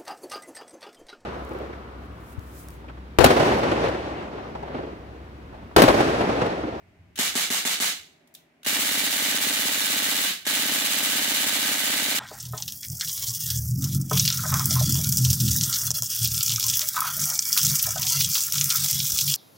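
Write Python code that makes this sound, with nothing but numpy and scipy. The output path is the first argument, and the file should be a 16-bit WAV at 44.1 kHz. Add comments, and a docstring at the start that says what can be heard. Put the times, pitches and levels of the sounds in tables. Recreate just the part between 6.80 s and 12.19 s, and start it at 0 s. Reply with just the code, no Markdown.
"""Five single shots from an air-driven airsoft rifle in a workshop, then two long automatic bursts.
Each shot is a valve tick, a muzzle pop with near echoes, the slap of the returning nozzle and dying hiss.
Shaped noise makes the air and the room, short low swings the thump, and fading sine waves the metal ring.
Trigger, selector and valve clicks, soft bumps and a steady rumble surround the shots.
The recorder's compressor evens out loud stretches; its limiter turns down just ahead of each pop."""
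import sys
import numpy as np
from scipy import signal
from scipy.fft import rfft, irfft, next_fast_len
from scipy.io import wavfile
from scipy.ndimage import uniform_filter1d, minimum_filter1d

SR = 44100
rng = np.random.default_rng(int(sys.argv[2]) if len(sys.argv) > 2 else 0)


def dump(signal):
    """Clip the signal to [-1, 1] and save it as 16-bit WAV at the path in sys.argv[1]."""
    limited = np.clip(np.atleast_2d(signal).T, -1, 1)
    pcm = np.round(limited * 32767).astype(np.int16)
    wavfile.write(sys.argv[1], SR, pcm)


N = 237758
TAIL = SR // 2  # samples in one shot, click or room answer
LEAD_S = .016  # room before the pop, so the valve tick fits in


def amp(db):
    """Turn decibels into a plain multiplier."""
    return 10 ** (np.asarray(db) / 20)


def unit(x):
    """Scale a sound to an average (RMS) level of 1."""
    return x / np.sqrt(np.mean(x ** 2) + 1e-20)


def along(points, hz):
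    """Read a curve of (f/Hz, value) points, with frequency on a log axis."""
    f, v = np.transpose(points)
    return np.interp(np.log(hz + 1), np.log(f + 1), v)


def filtered(x, response):
    """Make each frequency of x louder or softer by a response curve."""
    n = x.shape[-1]
    padded = next_fast_len(n + 8192)
    spectrum = rfft(x, padded) * response(np.fft.rfftfreq(padded, 1 / SR))
    return irfft(spectrum, padded)[..., :n]


def resonances(table, hz):
    """Add up smooth peaks from rows of (f/Hz, width/Hz, level/dB)."""
    return sum(amp(db) * w * w / (w * w + 4 * (hz - centre) ** 2) for centre, w, db in table)


def add(track, s, sound):
    """Mix a sound into the track from time s, cutting it off at the track's end."""
    part = track[:, round(s * SR):][:, :sound.shape[-1]]
    part += sound[..., :part.shape[-1]]


# how alike left and right are: f/Hz, likeness (1 = the same)
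LIKENESS = [(30, .6), (60, 0.85), (180, 1), (550, 0.39), (1650, 0.07), (4970, 0.01), (9000, 0.095),
            (15000, 0.085)]


def spread(pair, colour):
    """Mix two unrelated signals into a coloured left-right pair, wider where the sides are less alike."""
    def mid_and_side(hz):
        turn = np.arccos(np.clip(along(LIKENESS, hz), 0, 1)) / 2
        return colour(hz) * [np.cos(turn), np.sin(turn)]

    mid, side = np.moveaxis(filtered(pair, mid_and_side), -2, 0)
    return np.stack([mid + side, mid - side], -2)


# how long the room's main answer takes to fade by 60 dB: f/Hz, t60/s
ROOM_FADE = [(200, 0.33), (530, 0.23), (1390, 0.26), (3680, 0.3), (9700, 0.22), (15000, 0.22)]


def tails(count):
    """Room answers: each frequency dies at its own speed; far corners linger weakly."""
    noise = rng.standard_normal((count, 2, TAIL))
    hz, t, z = signal.stft(noise, SR, nperseg=128)
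    fall_db = -60 * t / along(ROOM_FADE, hz)[:, None]
    lingering = amp(-22.0 + .5 * fall_db)
    return signal.istft(z * (amp(fall_db) + lingering), SR, nperseg=128)[1][..., :TAIL]


# tone of the workshop background: f/Hz, level/dB
WORKSHOP_COLOUR = [(24, -44.5), (50, -21.5), (108, -23), (165, -11.5), (195, -18), (240, -10.5),
                   (300, -13.5), (432, -15), (490, -28), (590, -14), (912, -23.5), (1300, -26.5),
                   (2160, -21.5), (3700, -35), (9000, -45.5), (15800, -49)]
# loudness of the workshop background: t/s, level/dB
WORKSHOP_LEVEL = [(0, -61.5), (.4, -64), (1.3, -63), (1.85, -65)]


def workshop():
    """Steady background rumble and hiss, made from coloured noise."""
    noise = rng.standard_normal((2, N))
    background = unit(spread(noise, lambda hz: amp(along(WORKSHOP_COLOUR, hz))))
    return amp(np.interp(np.arange(N) / SR, *np.transpose(WORKSHOP_LEVEL))) * background


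# low rumble of handling: f/Hz, width/Hz, level/dB
HANDLING_PEAKS = [(88, 43, 4), (170, 18, 0)]
# loudness of the handling rumble: t/s, level/dB
HANDLING_LEVEL = [(0, -62), (.4, -58.5), (1.2, -77), (1.4, -79), (1.85, -80), (2, -70)]


def handling():
    """Low rumble of handling: noise passed through two deep resonances."""
    noise = rng.standard_normal((2, N))
    rumble = unit(spread(noise, lambda hz: resonances(HANDLING_PEAKS, hz)))
    return amp(np.interp(np.arange(N) / SR, *np.transpose(HANDLING_LEVEL))) * rumble


# soft bumps against the bench: t/s, f/Hz, level/dB, t60/s
BENCH_BUMPS = [(0.188, 89, -28, 0.09), (.2, 170, -33, .08), (.335, 85, -38, .07), (1.19, 87, -35, .08)]


def bumps():
    """Bumps against the bench: low sine waves that swell softly and die away."""
    out, t = np.zeros((2, N)), np.arange(N) / SR
    for s, hz, db, t60 in BENCH_BUMPS:
        swell = (1 - np.exp(-t / 0.018)) ** 2
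        add(out, s, amp(db - 60 * t / t60) * swell * np.sin(2 * np.pi * hz * t))
    return out


# trigger, selector and valve clicks: t/s, level/dB, t60/s, low cut f/Hz
CLICK_TIMES = [(0.3565, -30, 0.063, 993), (0.3587, -29.5, 0.1, 1820), (1.474, -40, 0.021, 3500),
               (1.54, -26.5, 0.029, 6500), (1.549, -23, 0.024, 2510), (1.831, -31, 0.033, 900),
               (1.8454, -28, 0.06, 900), (3.628, -34, 0.025, 2500)]
# tone of the clicks: f/Hz, level/dB
CLICK_COLOUR = [(700, -29.5), (1500, -3.5), (2250, -10), (2800, -2.5), (3700, -1), (4600, -11), (6020, -9),
                (9600, -13), (10700, -10), (15800, -12)]


def clicks():
    """Small dry ticks of trigger, selector and valve: brief bright noise with a faint room answer."""
    out, t = np.zeros((2, N)), np.arange(TAIL) / SR
    for (s, db, t60, low_hz), tail in zip(CLICK_TIMES, tails(count=len(CLICK_TIMES))):
        dry_tick = amp(-60 * t / t60) * rng.standard_normal((2, TAIL))
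        tick = (dry_tick + amp(-18) * tail) * (1 - np.exp(-t / 0.00087))
        low_cut = lambda hz: hz ** 4 / (hz ** 4 + low_hz ** 4)
        add(out, s, amp(db) * spread(tick, lambda hz: amp(along(CLICK_COLOUR, hz)) * low_cut(hz)))
    return out


# broad tone of the air blast: f/Hz, level/dB
BLAST_COLOUR = [(90, -41), (165, -11), (310, -13), (490, -16.5), (650, -12.5), (900, -14.5), (960, -28),
                (1030, -13), (1250, -9), (1420, -8.5), (1600, -7), (2610, -4.5), (3000, -6), (4300, -5.5),
                (5200, -8), (7500, -4.5), (9700, -7), (11800, -5.5), (13400, -7.5), (15800, -4)]
# rifle resonances, before the shared strength below: f/Hz, width/Hz, level/dB
RIFLE_PEAKS = [(693, 17, -13.5), (920, 45, 5), (1258, 100, -2.5), (1541, 35, 9), (1680, 27, 8),
               (1996, 47, 3.5), (2120, 100, 1), (2311, 22, 9.5), (2938, 150, 2.5), (2836, 25, 4.5),
               (3080, 20, 10), (1840, 15, 3.5), (3455, 27, 11), (3697, 49, 5), (3874, 55, 6),
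               (4200, 600, -8), (10600, 20, 12), (12000, 500, -4.5)]


def blast_colour(hz):
    """Broad spectrum of the air blast, lifted at the rifle's resonances."""
    return amp(along(BLAST_COLOUR, hz)) * (1 + 0.64 * resonances(RIFLE_PEAKS, hz))


# noisy blows of a shot, in order valve, pop, floor and wall echoes, nozzle, echo:
# t/s from the pop, rise/s, t60/s, single level/dB, automatic level/dB
AIR_BLOWS = [(-.014, 0.005, 0.07, -23, -25), (0, 0.001, 0.0061, -1, -4), (.003, 0.00083, 0.037, -12, -18),
             (0.0105, 0.002, 0.02, -13, -11), (0.0222, .001, 0.02, -2, -4), (0.031, 0.0015, 0.03, -7, -5),
             (0.042, 0.00051, 0.014, -6.5, -7)]
# part of the hiss power that is alike in every shot: f/Hz, share (0 to 1)
SAME_EACH_SHOT = [(300, 1), (700, 1), (1500, 0.48), (4000, 0.13), (9000, 0.018)]
# brightness curve, used 1.5 times for single shots and 0.5 times for automatic: f/Hz, level/dB
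BRIGHTNESS = [(160, -1.5), (300, -0.5), (600, 0.5), (900, 2.5), (1500, -1.5), (3500, -1.5), (6500, 1),
              (11000, -1.5), (15000, -4)]
# left minus right: f/Hz, level/dB
LEFT_RIGHT = [(60, -4), (180, -0.5), (550, 0.8), (1650, -2), (4970, -3.5), (9000, 2), (15000, -0.5)]
BLOWS_TOP_HZ = 7400  # the blows are duller than the venting hiss


def blast(mode, count):
    """Air blows and room hiss, partly new and partly the same from shot to shot."""
    t = np.arange(TAIL) / SR - LEAD_S
    since = lambda delay: np.maximum(t - delay, 0)
    power = np.zeros(TAIL)
    for delay, rise, t60, *db in AIR_BLOWS:
        fade = amp(2 * (db[mode] - 60 * since(delay) / t60))
        power += fade * (1 - np.exp(-since(delay) / rise))
    # one extra blast supplies the part shared by all shots
    hiss = np.sqrt(power) * rng.standard_normal((count + 1, 2, TAIL))
    hiss = filtered(hiss, lambda hz: 1 / np.sqrt(1 + (hz / BLOWS_TOP_HZ) ** 2))
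    # the room fills over the first reflections while the barrel keeps venting
    swell = 1 - np.exp(-since(.002) / 0.022)
    hiss += amp(-4.0) * swell * np.roll(tails(count=count + 1), round(LEAD_S * SR), -1)
    # separate reflections and rattling parts arrive as sharp grains, not as even hiss
    grains = uniform_filter1d(rng.standard_normal((count + 1, 1, TAIL)), round(0.00046 * SR))
    hiss *= amp(1.72 * unit(grains) - 1.5)
    share = lambda hz: np.clip(along(SAME_EACH_SHOT, hz), 0, 1)
    new = filtered(hiss[1:], lambda hz: np.sqrt(1 - share(hz)))
    same = filtered(hiss[0], lambda hz: np.sqrt(share(hz)))
    bright = lambda hz: amp((1.5 - mode) * along(BRIGHTNESS, hz))
    stereo = spread(new + same, lambda hz: blast_colour(hz) * bright(hz))
    return filtered(stereo, lambda hz: amp(np.outer([.5, -.5], along(LEFT_RIGHT, hz))))


# low pressure swings, pop with echoes and then the nozzle:
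# t/s from the pop, width/ms, single level/dB, automatic level/dB
PRESSURE_SWINGS = [(.0012, .5, -15, -13), (.0042, .68, -7, -7.5), (.0087, .74, -5, -6.5),
                   (.0171, .6, -15, -17), (.0211, .6, -16, -17), (.0367, .5, -12, -10),
                   (.0402, .5, -24, -16), (.0441, .56, -19, -4.5), (.0471, .47, -24, -12),
                   (.0507, .5, -26, -13), (.0543, .52, -26, -10.5)]
BASS_CUT_HZ, THUMP_TOP_HZ = 190, 430
SWING_SCATTER_DB = 1.2
RECOIL_MS, RECOIL_DB, RECOIL_SCATTER_DB = 1.3, -28, 1.5


def thump(mode):
    """Low pressure swings at the same moments in every shot, each at a new strength."""
    t = np.arange(TAIL) / SR - LEAD_S
    swing = lambda u: -u * np.exp(-u * u / 2)
    out = np.zeros(TAIL)
    for delay, ms, *db in PRESSURE_SWINGS:
        strength = amp(db[mode] + SWING_SCATTER_DB * rng.standard_normal())
        out += strength * swing((t - delay) * 1000 / ms)
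    # the thump carries almost no deep bass
    bass_cut = lambda hz: hz ** 4 / (hz ** 4 + BASS_CUT_HZ ** 4)
    out = filtered(out, lambda hz: bass_cut(hz) / (1 + (hz / THUMP_TOP_HZ) ** 4))
    # a deep, soft kick through stock and hands
    kick = amp(RECOIL_DB + RECOIL_SCATTER_DB * rng.standard_normal())
    out += kick * swing((t - .0097) * 1000 / RECOIL_MS)
    return amp([[-.6], [.6]]) * out  # left, right


# rings of the rifle's receiver, from the pop to the nozzle's return:
# t/s from the pop, f/Hz, t60/s, single level/dB, automatic level/dB
RECEIVER_RINGS = [(.0336, 770, .01, 5, 5), (.0422, 880, .011, -1, 0), (.0472, 600, .016, -20, -3),
                  (.0515, 800, .016, -20, -8), (.0352, 2600, .012, -10, -3), (.0295, 2200, .014, 1, -12),
                  (.0297, 3500, .012, 2, -6), (.0418, 3300, .012, -8, 7), (.0421, 4100, .012, -10, 5),
                  (.0418, 1900, .016, -3, 4), (.019, 1900, .01, -1, -1), (.018, 3100, .012, 1, -1),
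                  (.0192, 870, .012, -11, -12), (-.0005, 870, .01, -8, -6), (.004, 610, .014, -16, -4),
                  (-.0003, 1900, .007, 2, 5), (-.0003, 3400, .006, 0, 2)]
BEND_PER_KHZ = .02  # higher rings wander more in pitch from shot to shot
# rings after NOZZLE_S shift together, a little early or late (single, automatic)
NOZZLE_S, NOZZLE_SLIP_S = .025, (.00005, .0003)


def slap(mode):
    """Receiver ring: fading sine waves at new strengths and slightly new pitches in each shot."""
    out, t = np.zeros((2, TAIL)), np.arange(TAIL // 8) / SR
    late = NOZZLE_SLIP_S[mode] * rng.standard_normal()
    for delay, hz, t60, *db in RECEIVER_RINGS:
        size, bend = rng.standard_normal(2)
        pitch = hz * (1 + BEND_PER_KHZ * hz / 1000 * bend)
        ring = (1 - np.exp(-t / .0006)) * np.sin(2 * np.pi * pitch * t)
        start = LEAD_S + delay + late * (delay > NOZZLE_S)
        add(out, start, amp(db[mode] + 1.2 * size - 60 * t / t60) * ring)
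    return amp([[-1.5], [1.5]]) * out  # left, right


# automatic bursts: first shot t/s, number of shots, cycle times/ms at even steps through the burst
AUTO_BURSTS = [(1.8631, 26, [61.71, 61.71]), (3.6666, 28, [61.95, 62.4, 61.98, 61.75])]
JITTER_S = .00015
AUTO_THUMP_DB, THUMP_SCATTER_DB = -4, 1.4
AUTO_HISS_DB, HISS_SCATTER_DB = 6.5, 2


def automatic():
    """Shot rows (t/s, thump/dB, hiss/dB): the valve timer repeats its cycle, drifting a little."""
    times = []
    for first, count, cycle_ms in AUTO_BURSTS:
        progress = np.linspace(0, 1, count - 1)
        gaps = np.interp(progress, np.linspace(0, 1, len(cycle_ms)), cycle_ms) / 1000
        times += list(first + np.cumsum(np.append(0, gaps)))
    jitter, thump_size, hiss_size = rng.standard_normal((3, len(times)))
    return np.transpose([times + JITTER_S * jitter,
                         AUTO_THUMP_DB + THUMP_SCATTER_DB * thump_size,
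                         AUTO_HISS_DB + HISS_SCATTER_DB * hiss_size])


# single shots: t/s, thump and hiss trims as level/dB
SINGLE_SHOTS = [(0.3891, 0, 7), (0.5539, -1, 7), (0.7028, -0.5, 6.5), (0.8518, -3.5, 6.5),
                (1.0012, -3.5, 8)]


def rifle():
    """Five single shots (mode 0), then automatic fire (mode 1), each a thump, a slap and an air blast."""
    out = np.zeros((2, N))
    for mode, shots in enumerate([SINGLE_SHOTS, automatic()]):
        for (s, thump_db, hiss_db), hiss in zip(shots, blast(mode, count=len(shots))):
            shot = amp(thump_db - 6.0) * thump(mode)
            shot += amp(-18.5) * slap(mode)
            shot += amp(hiss_db) * hiss
            add(out, s - LEAD_S, shot)
    return out


def scene():
    """Mix the background, the small noises and the rifle."""
    return workshop() + handling() + bumps() + clicks() + rifle()


def needed(dry, window, knee_db, slope):
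    """Gain in dB that squeezes the running level above a knee."""
    level = np.sqrt(np.abs(uniform_filter1d(np.mean(dry ** 2, 0), round(window * SR))))
    return -slope * np.maximum(20 * np.log10(level + 1e-9) - knee_db, 0)


MIC_LOW_HZ, TOP_HZ, EDGE_HZ = 45, 15950, 250


def record(dry):
    """A smooth compressor, a look-ahead limiter for the pops, then the bass cut and band limit."""
    slow_db = needed(dry, 0.0075, knee_db=-25.5, slope=0.81)
    slow_db = uniform_filter1d(slow_db, round(0.035 * SR))
    squeezed = amp(slow_db + 1.5) * dry
    ahead, hold = round(.008 * SR), round(.004 * SR)
    limit_db = needed(squeezed, 0.00034, knee_db=-17.5, slope=1.0)
    held = minimum_filter1d(limit_db, ahead + hold, origin=(hold - ahead) // 2)
    fast_db = uniform_filter1d(held, round(.005 * SR))
    # the gain returns along a one-pole release
    k = np.exp(-1 / (0.0085 * SR))
    fast_db = np.minimum(fast_db, signal.lfilter([1 - k], [1, -k], fast_db))
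    bass_cut = lambda hz: hz ** 2 / (hz ** 2 + MIC_LOW_HZ ** 2)
    top_cut = lambda hz: np.clip((TOP_HZ - hz) / EDGE_HZ, 0, 1) ** 2
    return filtered(amp(fast_db) * squeezed, lambda hz: bass_cut(hz) * top_cut(hz))


dry = scene()
out = record(dry)
dump(out)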